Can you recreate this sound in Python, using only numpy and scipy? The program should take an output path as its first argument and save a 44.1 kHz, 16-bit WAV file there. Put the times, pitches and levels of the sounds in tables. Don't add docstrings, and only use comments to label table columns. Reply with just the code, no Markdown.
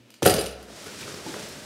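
import sys
import numpy as np
from scipy import signal
from scipy.fft import rfft, irfft
from scipy.io import wavfile
from scipy.ndimage import uniform_filter1d

SR = 44100
rng = np.random.default_rng(int(sys.argv[2]) if len(sys.argv) > 2 else 0)


def bounce(signal):
    frames = np.transpose(np.atleast_2d(signal))
    limited = np.clip(frames, -1, 1)
    pcm = np.round(limited * 32767).astype(np.int16)
    wavfile.write(sys.argv[1], SR, pcm)


def nominal_scale(level):
    x = np.asarray(level, float) / 20
    return 10 ** x


N = 72765
T = np.arange(N) / SR

# (time [s], level [dB], contact [ms])
BLOWS = [(.2228, -17.5, 0.49), (.2285, -9, 1.7), (.232, -15.5, 3.7), (.2555, -7.5, 0.87),
         (.2572, -11.5, 0.69), (.2592, 1, 0.57), (.2635, -12.5, 0.76), (.266, -11, 0.54), (.2715, -3, 1.24),
         (.281, -11, 1.07), (.296, -22.5, 1.24), (.316, -15.5, 0.99), (.342, -13.5, 1.52),
         (.368, -18, 0.96), (.382, -16.5, 1.05), (.41, -36, 2.7), (.442, -28.5, 0.99), (.51, -35, 0.76)]
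# (frequency [Hz], level [dB], t60 [s])
BOX = [(58.6, -53, 0.33), (108, -16.5, 0.12), (130, -32, 0.31), (180.3, 1, 0.042), (271, -6, 0.028),
       (342, -4, 0.054), (423, 0.5, 0.085), (540, 2.5, 0.058), (695, 0, 0.042), (756, 3.5, 0.027),
       (842, -6.5, 0.025), (1190, -12.5, 0.02), (1358, 5.5, 0.013), (1970, -21.5, 0.027)]

STRIKE_S, CHOKE_S = 0.0006, 0.005
RING_FLUTTER, RING_DAMP, TOOL_DETUNE = 0.55, 0.8, 0.008


def unit(x):
    return x / np.sqrt(np.mean(x ** 2))


def conv(x, h):
    return signal.fftconvolve(x, h)[:N]


def band_filter(x, order, low_hz, high_hz):
    return signal.sosfilt(signal.butter(order, [low_hz, high_hz], "band", fs=SR, output="sos"), x)


def colour(x, table):
    hz, db = np.array(table).T
    f = np.maximum(np.arange(N // 2 + 1) * SR / N, 1)
    return irfft(rfft(x) * nominal_scale(np.interp(np.log(f), np.log(hz), db)), N)


def walk(rate):
    k = int(SR / rate)
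    return unit(uniform_filter1d(uniform_filter1d(rng.standard_normal(N), k), k))


def decay(t, t60):
    return np.exp(-np.log(1000) * t / t60)


def modes(table, gains=1, damp=1, detune=1):
    hz, db, t60 = np.array(table).T[:, :, None]
    t = T[:SR // 2]
    sign = (-1.0) ** np.arange(len(table))[:, None]
    tones = np.sin(2 * np.pi * hz * detune * t)
    return (sign * gains * nominal_scale(db) * decay(damp * t, t60) * tones).sum(axis=0)


def add(out, at_s, x):
    i = int(at_s * SR)
    out[i:i + len(x)] += x[:N - i]


def clicks(rate, spread_db):
    size = nominal_scale(spread_db * rng.exponential(size=N)) * rng.choice([-1, 1], N)
    return (rng.random(N) < rate / SR) * size


def burst(t, length):
    return t / length * np.exp(1 - t / length * 2)


def gaps_after(table):
    return np.abs(np.diff(np.array(table)[:, 0], append=N / SR))


def choke(t, gap):
    return np.exp(-np.maximum(t - gap, 0) / CHOKE_S)


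def tool():
    # (time [s], tick [dB], low rings [dB], upper rings [dB])
    rattles = [(0.1033, -39, -48, -46), (0.117, -72, -55, -60), (0.14, -38.5, -48, -57),
               (0.163, -66, -52, -55), (0.182, -67, -55, -52), (0.221, -34, -45, -46),
               (0.2283, -15, -47, -35), (0.2394, -36, -30, -26.5), (0.2505, -15.5, -45, -22.5),
               (0.2592, -57, -39, -19), (0.2612, -21, -15, -6.5), (0.2644, -12, -49, -24),
               (0.274, -60, -17, -14), (0.28, -41, -23, -18), (0.2964, -13.5, -19.5, -26),
               (0.3036, -17.5, -22.5, -11.5), (0.3164, -70, -45, -29), (0.3393, -16.5, -64, -23),
               (0.364, -19.5, -50, -42), (0.3827, -43, -24.5, -44), (0.39, -27.5, -25, -22),
               (0.4104, -21, -33, -25), (0.4395, -28.5, -45, -49), (0.4588, -24, -53, -39),
               (0.4646, -61, -32, -33), (0.4796, -38, -37.5, -44), (0.524, -65, -42, -65),
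               (0.627, -45, -47, -49.5), (0.8627, -38, -50, -44), (0.873, -51, -49, -72)]
    # (frequency [Hz], level [dB], t60 [s])
    metal = [(2600, -5, .05), (2900, -2, .09), (3210, -9, .04), (3440, -9, .03), (4110, -2, .07),
             (4840, 2, .08), (6000, -4, .03), (7210, -5, .05), (8880, 0, .06), (9400, -12, .02)]
    tick_s, chatter_s, chatter_db = 0.003, 0.015, -22
    tick_gain_db, ring_gain_db, ring_scatter_db = 0.5, -4.5, 2.2
    ticks, rings, t = np.zeros(N), np.zeros(N), T[:3000]
    high = np.array(metal)[:, :1] > 8000
    chance = rng.standard_normal((len(rattles), 2, len(metal), 1))
    shape = np.exp(-t / tick_s) + nominal_scale(chatter_db) * np.exp(-t / chatter_s)
    shape = shape * np.minimum(t / 0.00096, 1)
    for (s, tick_db, low_db, high_db), gap, c in zip(rattles, gaps_after(rattles), chance):
        contact = rng.standard_normal(3000) * shape
        gains = nominal_scale(np.where(high, high_db, low_db) + ring_scatter_db * c[0])
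        ring = modes(metal, gains, RING_DAMP, 1 + TOOL_DETUNE * c[1])[:3000]
        flutter = uniform_filter1d(contact / shape.clip(1e-9), 90) * 9
        ring = ring * np.minimum(t / STRIKE_S, 1) * (1 + RING_FLUTTER * flutter)
        add(ticks, s, nominal_scale(tick_db + tick_gain_db) * band_filter(contact, 1, 1500, 6940))
        add(rings, s, nominal_scale(ring_gain_db) * ring * choke(t, gap) / 2)
    return ticks, rings


def crackles():
    # (time [s], crackle [dB], middle ring [dB], top ring [dB])
    top_contacts = [(0.1025, -47, -59, -72), (0.1407, -65, -67, -79), (0.1614, -70, -73, -80),
                    (0.1804, -68, -67, -77), (0.223, -43, -46, -57), (0.227, -33, -40, -52),
                    (0.2366, -40, -35, -43), (0.2504, -33, -36, -42), (0.2549, -28, -27, -41),
                    (0.2599, -13.5, -27, -40), (0.2623, -7, -30, -27), (0.2653, -16, -20.5, -43),
                    (0.2704, -13, -35, -43), (0.2757, -38, -21, -41), (0.279, -33, -26, -42),
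                    (0.288, -35, -41, -36), (0.2967, -22, -25, -52), (0.3029, -29, -19, -40),
                    (0.3053, -38, -27, -52), (0.318, -27, -48, -40), (0.3386, -36, -29, -35),
                    (0.3633, -32, -36, -54), (0.3827, -38, -43, -54), (0.39, -32, -38, -53),
                    (0.3934, -41, -31, -50), (0.4063, -45, -36, -44), (0.408, -43, -38, -44),
                    (0.4184, -44, -40, -62), (0.4374, -44, -39, -52), (0.456, -48, -54, -53),
                    (0.4612, -42, -39, -59), (0.478, -41, -47, -65), (0.5104, -55, -46, -72),
                    (0.6275, -43, -58, -62), (0.8416, -37, -54, -66), (0.861, -44, -41, -60),
                    (0.8724, -42, -58, -69)]
    # (frequency [Hz], level [dB], t60 [s])
    top_modes = [(9890, -2, .05), (11680, 1, .1), (10900, -12, .02), (12800, -11, .02), (13600, -11, .02),
                 (14200, -11, .02)]
    crackle_gain_db, crackle_s, ring_gain_db = 0.5, 0.002, 3
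    ticks, rings, t = np.zeros(N), np.zeros(N), T[:3000]
    chance = rng.standard_normal((len(top_contacts), len(top_modes), 1))
    for (s, tick_db, mid_db, top_db), gap, c in zip(top_contacts, gaps_after(top_contacts), chance):
        noise = rng.standard_normal((2, 3000))
        gains = nominal_scale(np.array([[mid_db]] + [[top_db]] * (len(top_modes) - 1)) + ring_gain_db)
        ring = modes(top_modes, gains, RING_DAMP, 1 + TOOL_DETUNE * c)[:3000]
        ring = ring * (1 + RING_FLUTTER * unit(uniform_filter1d(noise[0], 90)))
        bright = band_filter(noise[1], 2, 9000, 14800)
        add(ticks, s, nominal_scale(tick_db + crackle_gain_db) * bright * burst(t, crackle_s))
        add(rings, s, ring * np.minimum(t / STRIKE_S, 1) * choke(t, gap))
    return ticks, rings


def knocks(rows, body_modes, scatter_db, detune=0.035):
    body_gain_db, slap_gain_db, slap_s = -1, -7, 0.0053
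    out, t = np.zeros(N), T[:2000]
    chance = rng.standard_normal((len(rows), len(body_modes), 1))
    for (s, db, ms), c in zip(rows, chance):
        push = np.hanning(int(ms * SR / 1000) + 3)
        ring = modes(body_modes, nominal_scale(scatter_db * c), detune=1 + detune * np.roll(c, 1))
        body = np.convolve(ring, push / push.sum())
        slap = rng.standard_normal(2000) * np.exp(-t / slap_s) * np.minimum(t / 0.00088, 1)
        add(out, s, nominal_scale(db + body_gain_db) * body / 3)
        add(out, s, nominal_scale(db + slap_gain_db) * band_filter(slap, 1, 900, 4000))
    return out


def landings():
    # (time [s], level [dB], contact [ms])
    pushes = [
        (.2275, -16, 2.46),
        (.2555, -12.5, 8.2),
        (1.003, -47, 8.4),
        (1.05, -39, 1.5),
    ]
    # (frequency [Hz], level [dB], t60 [s])
    thud = [(99.6, -0.5, 0.44), (136.6, 2, 0.22), (203, 7.5, 0.022), (341, 14, 0.053)]
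    return knocks(pushes, thud, 0.38)


def drag():
    # (time [s], sliding speed as hiss [dB], weight on the box as rumble [dB])
    pull = [(0.6, -44, -37), (0.664, -54, -46.5), (0.798, -44, -45), (1.002, -41, -49.5),
            (1.012, -38.5, -48), (1.026, -40, -44.5), (1.222, -43, -42.5), (1.255, -42, -45),
            (1.311, -40.5, -47), (1.348, -39.5, -37.5), (1.482, -41, -43.5), (1.65, -46, -44.5)]
    # (frequency [Hz], density [dB per Hz])
    scrape = [(410, -1), (700, -10), (862, -7), (1080, -9), (1510, -6), (2890, -7.5), (5390, -7.5),
              (9070, -13), (15700, -28)]
    s, hiss_db, rumble_db = np.array(pull).T
    gate = np.clip((T - 0.54) / 0.16, 0, 1)
    hiss = unit(colour(clicks(14000, 1.3), scrape)) * nominal_scale(0.91 * walk(55))
    body = modes(BOX, nominal_scale(-0.4 * np.array(BOX)[:, 1:2]), damp=5.3)
    rumble = unit(conv(clicks(1200, 1.8), body))
    rumble = signal.sosfilt(signal.butter(2, 127, "high", fs=SR, output="sos"), rumble)
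    hiss = hiss * nominal_scale(np.interp(T, s, hiss_db) + 0.5)
    rumble = rumble * nominal_scale(np.interp(T, s, rumble_db) - 2.5 + 0.75 * walk(24))
    return gate * (hiss + rumble)


def bumps():
    # (time [s], level [dB], contact [ms])
    joints = [(.688, -45, 3.3), (.7, -34.5, 0.56), (.715, -52, 1.7), (.754, -52, 0.31), (.866, -26.5, 2.4),
              (1.05, -27, 2.3), (1.078, -29, 0.21), (1.14, -27, 0.72), (1.186, -34, 0.62),
              (1.337, -36.5, 0.48), (1.362, -29, 0.4), (1.44, -49, 4.1)]
    return knocks(joints, BOX, 3.9)


def gap_drops():
    # (time [s], level [dB], contact [ms])
    drops = [
        (1.2625, -25, 0.18),
        (1.284, -44, 0.62),
    ]
    # (frequency [Hz], level [dB], t60 [s])
    board = [(187, -3, .25), (707, -7, .1), (268, -2, .25), (365, -3, .2), (325, 0, .3), (950, -4, .06),
             (860, 2, .13), (528, -6, .15)]
    settle_s, still_s = 1.297, 0.008
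    return knocks(drops, board, 1.0, 0) * np.exp(-np.maximum(T - settle_s, 0) / still_s)


def scuffs():
    # (time [s], level [dB], centre [Hz], length [s], width [ratio])
    rubs = [(0.696, -40, 646, 0.0021, 1.2), (0.845, -53, 2180, 0.0027, 1.8),
            (0.855, -40.5, 1360, 0.016, 1.13), (0.881, -37, 1470, .008, 0.82),
            (1.0092, -28, 5000, 0.0012, 1.06), (1.012, -34.5, 3500, 0.0046, 1.34),
            (1.028, -35.5, 2400, 0.0058, 1.03), (1.06, -47, 2200, 0.0041, 1.3),
            (1.142, -38.5, 1300, 0.0047, 1.24), (1.144, -32, 5170, 0.0035, 1.1),
            (1.3403, -28, 1320, 0.0042, 1.35), (1.343, -36, 714, 0.0096, 0.82),
            (1.484, -42, 13000, .0096, 2.5)]
    out, t = np.zeros(N), T[:3000]
    for s, db, hz, length, width in rubs:
        ratio = max(width, 1.01)
        grit = band_filter(rng.standard_normal(3000), 1, hz / ratio, min(hz * ratio, SR / 2.5))
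        add(out, s, nominal_scale(db) * unit(grit) * burst(t, length))
    return out


def joists():
    out, t = np.zeros(N), T[:SR]
    tone = np.sin(2 * np.pi * 63.9 * t) * decay(t, 0.79) * np.minimum(t / 0.31, 1)
    hardest_s = max(BLOWS, key=lambda row: row[1])[0]
    add(out, hardest_s, nominal_scale(-21.5) * tone)
    return out


def room():
    # (frequency [Hz], t60 [s])
    room_t60 = [(70, 0.45), (250, 0.64), (1000, 0.71), (4000, 0.47), (12000, 0.27)]
    hz, t60 = np.array(room_t60).T
    t, h = T[:SR], 0
    for f in 63 * 2.0 ** np.arange(9):
        octave = band_filter(rng.standard_normal(SR), 2, f / np.sqrt(2), min(f * np.sqrt(2), SR / 2.1))
        h = h + octave * decay(t, np.interp(np.log(f), np.log(hz), t60))
    h = h * np.clip((t - 0.003) / 0.009, 0, 1)
    return h / np.sqrt(np.sum(h ** 2))


def echoes(send):
    turn = 2 * np.pi * 4 * T + walk(8.2)
    return np.cos(turn) * conv(send, room()) + np.sin(turn) * conv(send, room())


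def hush():
    # (frequency [Hz], density [dB per Hz])
    air = [(40, -19), (80, -11), (120, -41), (160, -15), (230, 4.5), (500, -5.5), (1000, -16.5),
           (3000, -13), (15700, -34)]
    return unit(colour(rng.standard_normal(N), air)) * nominal_scale(-57.5 + 0.59 * walk(23))


def mains_hum():
    # (frequency [Hz], level [dB rms])
    tones = [(120, -66), (203, -68)]
    return sum(nominal_scale(db + 3.5 + 4.6 * walk(33)) * np.sin(2 * np.pi * hz * T) for hz, db in tones)


def scene():
    ticks, rings = np.add(tool(), crackles())
    box = knocks(BLOWS, BOX, 3.1) + landings() + bumps() + gap_drops()
    slide = drag() + scuffs()
    send = nominal_scale(-8) * box + nominal_scale(-3) * (ticks + nominal_scale(-10) * rings) + nominal_scale(-14.5) * slide
    near = ticks + rings + box + slide
    return np.tile(near + joists() + echoes(send) + hush() + mains_hum(), (2, 1))


def top_cut(x):
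    return signal.sosfilt(signal.butter(12, 15820, fs=SR, output="sos"), x)


def record(dry):
    x = signal.sosfilt(signal.butter(5, 59, "high", fs=SR, output="sos"), dry)
    x = signal.sosfilt(signal.ellip(8, 0.2, 60, 15700, fs=SR, output="sos"), np.tanh(x))
    top = signal.cheby2(10, 90, [8800, 15600], "band", fs=SR, output="sos")
    patches = walk(3000) * nominal_scale(-12 + 4 * walk(21))
    side = signal.sosfilt(top, signal.sosfilt(top, x[0]) * patches)
    return top_cut(x + np.array([side, -side]))


dry = scene()
out = record(dry)
bounce(out)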